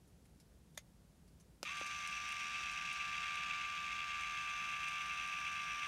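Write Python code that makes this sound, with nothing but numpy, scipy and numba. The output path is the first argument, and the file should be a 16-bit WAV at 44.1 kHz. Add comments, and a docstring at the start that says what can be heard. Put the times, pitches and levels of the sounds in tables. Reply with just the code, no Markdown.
"""In a quiet room, an electric nail clipper is turned over in two hands, close to the microphone.
A fingernail clicks on the shell, fingers scuff it, and the button starts the small geared motor.
The motor runs empty: its pinion (small gear) whines as a stack of sine tones, and loose teeth send
clicks through resonances of the plastic and the metal cap. The brushes are hiss and ticks on every
turn, the cutter makes short bursts of noise, and shaped noise gives the low rumble of the room."""
import sys
import numpy as np
from scipy import signal
from scipy.fft import rfft, irfft
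from scipy.io import wavfile
from scipy.ndimage import uniform_filter1d
from numba import njit

SR = 44100
rng = np.random.default_rng(int(sys.argv[2]) if len(sys.argv) > 2 else 0)


def generate_wav(sig):
    """Save sig (samples, or channels by samples) to the path in sys.argv[1] as 16-bit PCM at SR."""
    pcm = np.round(np.clip(np.atleast_2d(sig).T, -1, 1) * 32767).astype(np.int16)
    wavfile.write(sys.argv[1], SR, pcm)


N = 258867
TIME = np.arange(N) / SR  # seconds
FREQ = np.maximum(np.arange(N // 2 + 1) * SR / N, 1)  # Hz
START_S = 1.652  # the motor is switched on
PINION_COUNT, WHEEL_COUNT, SECOND_PINION_COUNT = 15, 45, 10  # teeth on each gear


# gear rattle, before each part's own gain: [t/s, level/dB]
RATTLE_LEVEL = [(1.75, -47.5), (2.4, -46), (3.5, -44.5), (3.75, -46), (4.4, -45.5), (4.6, -45), (5.25, -45),
                (5.6, -45.5)]
# treble of the thin shell walls, before their gain: [t/s, level/dB]
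WALL_LEVEL = [(1.75, -60), (1.76, -57.5), (2.97, -57), (4.56, -59.5), (5.85, -60.5)]
# ring of the metal cap as the clipper is turned, before its gain: [t/s, level/dB, resonance f/Hz]
CAP_RING = [(1.75, -60, 6060), (1.78, -57, 6060), (2.45, -57, 5750), (3.4, -61.5, 5880),
            (3.48, -64.5, 6000), (4.13, -65.5, 6000), (4.28, -60.5, 6140), (5.8, -58, 5800)]
# brush sound, before its gain: [t/s, level/dB]
BRUSH_LEVEL = [(1.8, -76.7), (2.6, -78.5), (4.2, -79.1), (4.9, -76.5), (5.7, -78.1)]


def motor(shaft_hz=78.74, spin_up_s=0.016, speed_wander=0.000996, spin_power=8, brush_gain_db=0.5):
    """The shaft spins up in about a tenth of a second, then nearly holds its speed and drives every layer."""
    speed = 1 - np.exp(-np.maximum(TIME - START_S, 0) / spin_up_s)  # share of full speed
    drift = 1 + speed_wander * walk(15.4)
    turns = np.cumsum(shaft_hz * speed * drift) / SR
    # the fingers shift and free the shell, so the whine steps up over 0.11 s
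    mesh_db = np.interp(TIME, [2.97, 2.97 + 0.11], [-50.0, -47.5])
    rattle_db, = curves(RATTLE_LEVEL)
    treble_db, = curves(WALL_LEVEL)
    cap_db, cap_hz = curves(CAP_RING)
    brush_db, = curves(BRUSH_LEVEL)
    # the tones only sing out near full speed
    tones = whine(turns, mesh_db, rattle_db) * speed ** spin_power
    plastic = rattle(turns, rattle_db, treble_db, cap_db, cap_hz)
    return tones + plastic + undb(brush_db + brush_gain_db) * brushes(turns)


# tones of the drive: [multiple of the shaft rate, level/dB]
# the tooth-mesh tone (multiple 15) adds to the whine level, all others to the rattle level
TONES = [(8, -57), (9, -24), (10, -25), (12, -23), (13, -35), (14, -29), (15, 0.5), (16, -33), (19, -19.5),
         (20, -11), (21, -13), (22, -15.5), (24, -26), (26, -24), (27, -12.5), (28, -15.5), (29, -25),
         (30, -9), (33, -12), (34, -9.5), (36, -14), (40, -22), (50, -23.5), (63, -42), (66, -24.5)]


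def whine(turns, mesh_db, rattle_db, side_db=-2, flutter=0.2, mesh_flutter=0.032):
    """Meshing teeth hum at multiples of the shaft rate; tones above the mesh tone flutter the most."""
    out = np.zeros(N)
    for multiple, db in TONES:
        level_db = mesh_db if multiple == PINION_COUNT else rattle_db + side_db
        depth = flutter if multiple > PINION_COUNT else mesh_flutter
        gain = undb(db + level_db) * (1 + depth * walk(35))
        out += gain * np.sin(2 * np.pi * (multiple * turns + rng.random()))
    return np.sqrt(2) * out  # a sine of peak sqrt(2) has rms 1


# gearbox resonances: [f/Hz, width/Hz, level/dB]
GEARBOX = [(2110, 95, -7), (2367, 324, -4), (2646, 300, -1.5), (3286, 180, -9), (3400, 80, -15)]
# plastic casing resonances: [f/Hz, width/Hz, level/dB]
CASING = [(1376, 310, -11), (1650, 617, -14.5), (1860, 64, -11), (2450, 890, -11), (2986, 260, -13),
          (3546, 130, -9.5)]
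# resonances of the thin shell walls: [f/Hz, width/Hz, level/dB]
WALLS = [(3764, 143, 6), (3976, 210, 2.5), (4587, 610, 0.5), (4890, 290, -1), (5440, 340, 0.5),
         (6070, 480, -3), (6410, 210, 1), (6850, 210, -4), (7240, 460, -5), (7810, 310, -9)]
# upper resonances of the metal cap: [f/Hz, width/Hz, level/dB]
CAP_TOP = [(8310, 310, 0.5), (9180, 1250, -6), (11100, 1300, -16)]


def rattle(turns, rattle_db, treble_db, cap_db, cap_hz, gearbox_gain_db=-3.0, casing_gain_db=-8.0,
           walls_gain_db=-0.64, cap_gain_db=-3.5, cap_width_hz=620, cap_top_db=-44.5, cap_top_share=0.47,
           stroke_turns=9.62, stroke_peak_s=3.882, idler_turns=3.6, throb_db=1.66, throb_db_per_s=0.15):
    """The teeth ring gearbox, casing, walls and metal cap; the gearbox throbs with each cutter stroke."""
    drive = teeth(turns)
    # strokes counted from one moment of greatest cutter load; the throb deepens as the motor runs
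    stroke = (turns - np.interp(stroke_peak_s, TIME, turns)) / stroke_turns
    depth_db = throb_db + throb_db_per_s * (TIME - START_S)
    idler_db = 1.5 * np.sin(2 * np.pi * turns / idler_turns)  # the idler gear adds a faster, smaller throb
    load_db = depth_db * np.cos(2 * np.pi * stroke) + idler_db
    gearbox = undb(rattle_db + gearbox_gain_db) * resonate(drive * undb(load_db), GEARBOX)
    casing = undb(rattle_db + casing_gain_db) * resonate(teeth(turns), CASING)
    walls = undb(treble_db + walls_gain_db) * resonate(drive, WALLS)
    # the cap beams its ring, so it brightens and dulls as the clipper is turned
    cap = moving_band(teeth(turns), cap_hz, float(cap_width_hz))
    cap = moving_band(cap, cap_hz, float(cap_width_hz))  # twice, for steeper sides
    cap = undb(cap_db + cap_gain_db) * unit(cap)
    cap_top = undb(cap_top_db + cap_top_share * cap_db) * resonate(drive, CAP_TOP)
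    return gearbox + casing + walls + cap + cap_top


def teeth(turns, runout_db=2.5, pinion_db=2.0, wheel_db=2.5, second_mesh_db=3.0, scatter_db=6.0,
          play_s=0.000173, rub_db=-6):
    """Teeth slap within their play and rub, harder once a turn and at the worn spots of each gear."""
    places = contacts(turns, count=PINION_COUNT)
    total = len(places)
    late, size = rng.standard_normal((total, 2)).T
    tooth = np.arange(total)
    runout = runout_db * np.cos(2 * np.pi * tooth / PINION_COUNT)  # the pinion sits slightly off centre
    second_mesh = second_mesh_db * np.cos(2 * np.pi * tooth * SECOND_PINION_COUNT / WHEEL_COUNT)
    worn = pinion_db * wear(total, count=PINION_COUNT) + wheel_db * wear(total, count=WHEEL_COUNT)
    force = undb(runout + second_mesh + worn + scatter_db * size)
    force = np.tanh(force / 2.6)  # soft plastic teeth cushion the hardest blows
    flank = rng.choice([-1, 1], total)  # front or back of the tooth
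    slaps = pulses(places + play_s * SR * late, force * flank)
    rub = np.interp(np.arange(N), places, force, left=0) * rng.standard_normal(N)
    return unit(slaps) + undb(rub_db) * unit(rub)


# tone colour of the brushes: [f/Hz, level/dB]
BRUSH = [(5000, -16), (9000, -1), (11100, 8), (12400, 2), (13100, 0), (15700, -3)]


def brushes(turns, uneven_db=3, hiss_db=-4):
    """Brushes hiss on the commutator and tick over its 12 gaps in nearly the same pattern every turn."""
    places = contacts(turns, count=12)
    total = len(places)
    sizes = undb(uneven_db * wear(total, count=12) + rng.standard_normal(total))
    uneven_places = places + 12 * wear(total, count=12)  # shifts in samples
    gaps = unit(pulses(uneven_places, sizes))
    hiss = undb(hiss_db) * rng.standard_normal(N) * (turns > 0)
    return unit(colour(gaps + hiss, slope(BRUSH)))


def jolts(length_s=0.04, level_db=-40, scatter_db=3, mount_hz=1200, mount_db=-7, mount_t60=0.073,
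          walls_db=-19, count=7):
    """As the motor pulls away, gears jolt through their play and ring the mount and the plastic around it."""
    quiet_walls = [(hz, width, db + walls_db) for hz, width, db in WALLS]
    plastic = list(CASING) + list(GEARBOX) + quiet_walls
    # narrow resonances ring longer
    modes = [(hz, db, np.log(1000) / (np.pi * width / 2)) for hz, width, db in plastic]
    passed = np.cumsum(.5 + rng.random(count))  # uneven gaps
    s = START_S + length_s * (passed - passed[0]) / np.ptp(passed)
    db = level_db + scatter_db * rng.standard_normal(count)
    return strike(s, undb(db), ring(modes + [(mount_hz, mount_db, mount_t60)]))


# knocks on the shell: [t/s, ring level/dB, crack level/dB, thud level/dB]
KNOCKS = [(0.7744, -53, -47, -73), (0.7765, -34.5, -45, -70), (0.7779, -48, -58.5, -58),
          (1.6298, -57, -35.5, -35.5), (1.6345, -61, -53, -53), (1.812, -65, -75, -37)]
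# ways the shell vibrates: [f/Hz, level/dB, time to fall 60 dB t60/s]
SHELL = [(600, -2.5, 0.027), (1740, -7, 0.042), (2070, -9, 0.064), (2360, -18, .06), (3240, -10, 0.038),
         (3440, -5, 0.028), (3710, 2.5, 0.014), (4770, -15, 0.067), (6500, -9, 0.065), (6630, -17, .055),
         (6580, -5, 0.044), (6970, -6, 0.046), (8930, -10, .06), (9200, -4.5, 0.018), (10900, -18, 0.065),
         (11500, -19, .05), (12970, -11, 0.03)]
# ways the body vibrates, damped by the hands: [f/Hz, level/dB, time to fall 60 dB t60/s]
BODY = [(322, -7.5, 0.026), (545, -3, 0.03), (780, -0.5, 0.0091), (1345, -4.5, 0.017)]
# tone colour of the crack: [f/Hz, level/dB]
CRACK = [(300, -19), (1300, -0.5), (2300, 5), (3500, 3), (4600, 0.5), (5900, 3.5), (8000, -6), (12000, -10),
         (16000, -22)]


def knocks():
    """Nail and button: a crack of noise, the ringing shell and a dull thud of the body."""
    s, ring_db, crack_db, thud_db = np.transpose(KNOCKS)
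    crack = bursts(s, crack_db, CRACK, t60=0.0077, tail_db=-15.0, tail_t60=0.097)
    shell = strike(s, undb(ring_db), ring(SHELL))
    thud = strike(s, undb(thud_db), ring(BODY))
    return shell + crack + thud


# fingers shifting on the shell, before the gain: [t/s, level/dB, pitch of the scuff f/Hz]
TOUCHES = [(0.076, -67, 11000), (0.253, -64.5, 2200), (0.4, -59.5, 5100), (0.746, -62, 3600),
           (1.278, -65, 4670), (1.399, -61, 6100), (1.407, -71, 6100)]
# tone colour of skin on the shell: [f/Hz, level/dB]
TOUCH = [(500, 1), (2000, 1.5), (5000, 2.5), (10500, 6.5), (16000, -14)]
# sharp ticks from the cutter, before the gain: [t/s, level/dB]
TICKS = [(1.7712, -49), (1.7982, -50), (1.864, -46.5), (2.074, -42), (2.289, -47), (2.3225, -44),
         (2.3973, -49), (2.715, -47), (2.9291, -44.5), (3.3556, -51), (4.21, -49), (4.8836, -43),
         (5.0627, -53), (5.2767, -50)]
# tone colour of a cutter tick: [f/Hz, level/dB]
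TICK = [(2000, -20), (6000, 2), (8300, 1), (9300, 5), (11500, -11.5), (16000, -16)]


def small_ticks(touch_db=-10, tick_db=-8, scuff_db=9, scuff_width_hz=550):
    """Skin slips on the shell, each scuff at its own pitch; the cutter catches now and then."""
    s, db, hz = np.transpose(TOUCHES)
    skin = bursts(s, db + touch_db, TOUCH, t60=0.094, tail_db=-12, tail_t60=0.13)
    nearest = np.abs(TIME[:, None] - s).argmin(axis=1)  # the touch closest in time
    skin = skin + undb(scuff_db) * moving_band(skin, hz[nearest], float(scuff_width_hz))
    s, db = np.transpose(TICKS)
    return skin + bursts(s, db + tick_db, TICK, t60=0.016, tail_db=-7.5, tail_t60=0.084)


# tone colour of the room noise: [f/Hz, level per Hz/dB]
ROOM = [(20, -37), (36, -9.5), (54, 3.5), (66, 0.5), (100, -7), (135, -3.5), (170, -1), (240, -10),
        (500, -18), (1000, -26.5), (2500, -32), (6000, -33), (11000, -34.5), (16000, -44)]


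def room(level_db=-64):
    """Low ventilation rumble under a faint even hiss, both from one shaped noise."""
    return undb(level_db) * unit(colour(rng.standard_normal(N), slope(ROOM)))


# the tools that the sources share
def undb(db):
    """Decibels to gain."""
    return 10 ** (np.asarray(db) / 20)


def unit(x):
    """Scale to rms 1."""
    return x / np.std(x)


def curves(rows):
    """Each column of a table after the time, as a value per sample."""
    s, *columns = np.transpose(rows)
    return [np.interp(TIME, s, c) for c in columns]


def walk(rate):
    """Smooth random drift with a spread of 1; a higher rate drifts faster."""
    k = max(int(SR / rate), 1)
    smooth = uniform_filter1d(rng.standard_normal(N), k, mode="wrap")
    return unit(uniform_filter1d(smooth, k, mode="wrap"))


def slope(points):
    """Gain per frequency from (Hz, dB) points."""
    hz, db = np.transpose(points)
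    return undb(np.interp(np.log(FREQ), np.log(hz), db))


def colour(x, gain):
    """Filter with the given gain per frequency that never sounds before its input (minimum phase)."""
    cepstrum = irfft(np.log(gain + 1e-9), N)
    # fold the second half onto the first, so that the response starts at once
    cepstrum[1:N // 2] *= 2
    cepstrum[N // 2:] = 0
    response = irfft(np.exp(rfft(cepstrum)), N)[:SR // 8]
    return signal.fftconvolve(x, response)[:N]


def resonate(x, modes):
    """Pass through a set of (Hz, width, dB) resonances; rms 1."""
    power = sum(undb(2 * db) / (1 + (2 * (FREQ - hz) / width) ** 2) ** 2 for hz, width, db in modes)
    return unit(colour(x, np.sqrt(power)))


@njit
def moving_band(x, hz, width):
    """State-variable band-pass whose centre moves."""
    y, band, low = np.empty(len(x)), 0., 0.
    for i in range(len(x)):
        g, k = np.tan(np.pi * hz[i] / SR), width / hz[i]
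        v = (band + g * (x[i] - low)) / (1 + g * (g + k))
        band, low, y[i] = 2 * v - band, low + 2 * g * v, k * v
    return y


def strike(times, sizes, response):
    """Start a response at each time."""
    hits = np.bincount((np.asarray(times) * SR).astype(int), sizes, N)[:N]
    return signal.fftconvolve(hits, response[:SR // 4])[:N]


def fade(t60):
    """Exponential decay that falls 60 dB in t60 seconds."""
    return np.exp(-np.log(1000) * TIME[:SR // 4] / t60)


def ring(modes):
    """Decaying (Hz, dB, t60) sines after one blow, peak 1."""
    y = np.zeros(SR // 4)
    for k, (hz, db, t60) in enumerate(modes):
        y += (-1) ** k * undb(db) * fade(t60) * np.sin(2 * np.pi * hz * TIME[:SR // 4])
    return y / np.abs(y).max()


def bursts(times, db, points, t60, tail_db, tail_t60):
    """Short cracks of noise, each with a weak tail."""
    shape = fade(t60) + undb(tail_db) * fade(tail_t60)
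    noise = unit(colour(rng.standard_normal(N), slope(points)))
    return strike(times, undb(db), shape) * noise


def contacts(turns, count):
    """Sample positions at which each of count evenly spaced parts passes, from the first movement on."""
    passed = np.arange(int(turns[-1] * count)) / count + 1e-6
    return np.interp(passed, turns, np.arange(N))


def pulses(places, sizes):
    """Band-limited clicks at fractional sample positions."""
    taps = places.astype(int)[:, None] + np.arange(-7, 9)
    lag = taps - places[:, None]
    shape = np.sinc(lag) * np.sinc(lag / 8)
    return np.bincount(np.clip(taps, 0, N - 1).ravel(), (sizes[:, None] * shape).ravel(), N)


def wear(total, count):
    """Unevenness of count parts, repeated turn after turn."""
    flaws = rng.permutation(np.linspace(-1, 1, count))
    return np.resize(unit(flaws), total)


def scene():
    """The clipper close by, over the quiet room."""
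    return (motor() + jolts() + knocks() + small_ticks() + room())[None]


def record(dry, top_hz=15750):
    """The recorder cuts the top steeply."""
    low_pass = signal.ellip(12, .1, 80, top_hz, fs=SR, output="sos")
    return signal.sosfilt(low_pass, dry)


dry = scene()
out = record(dry)
generate_wav(out)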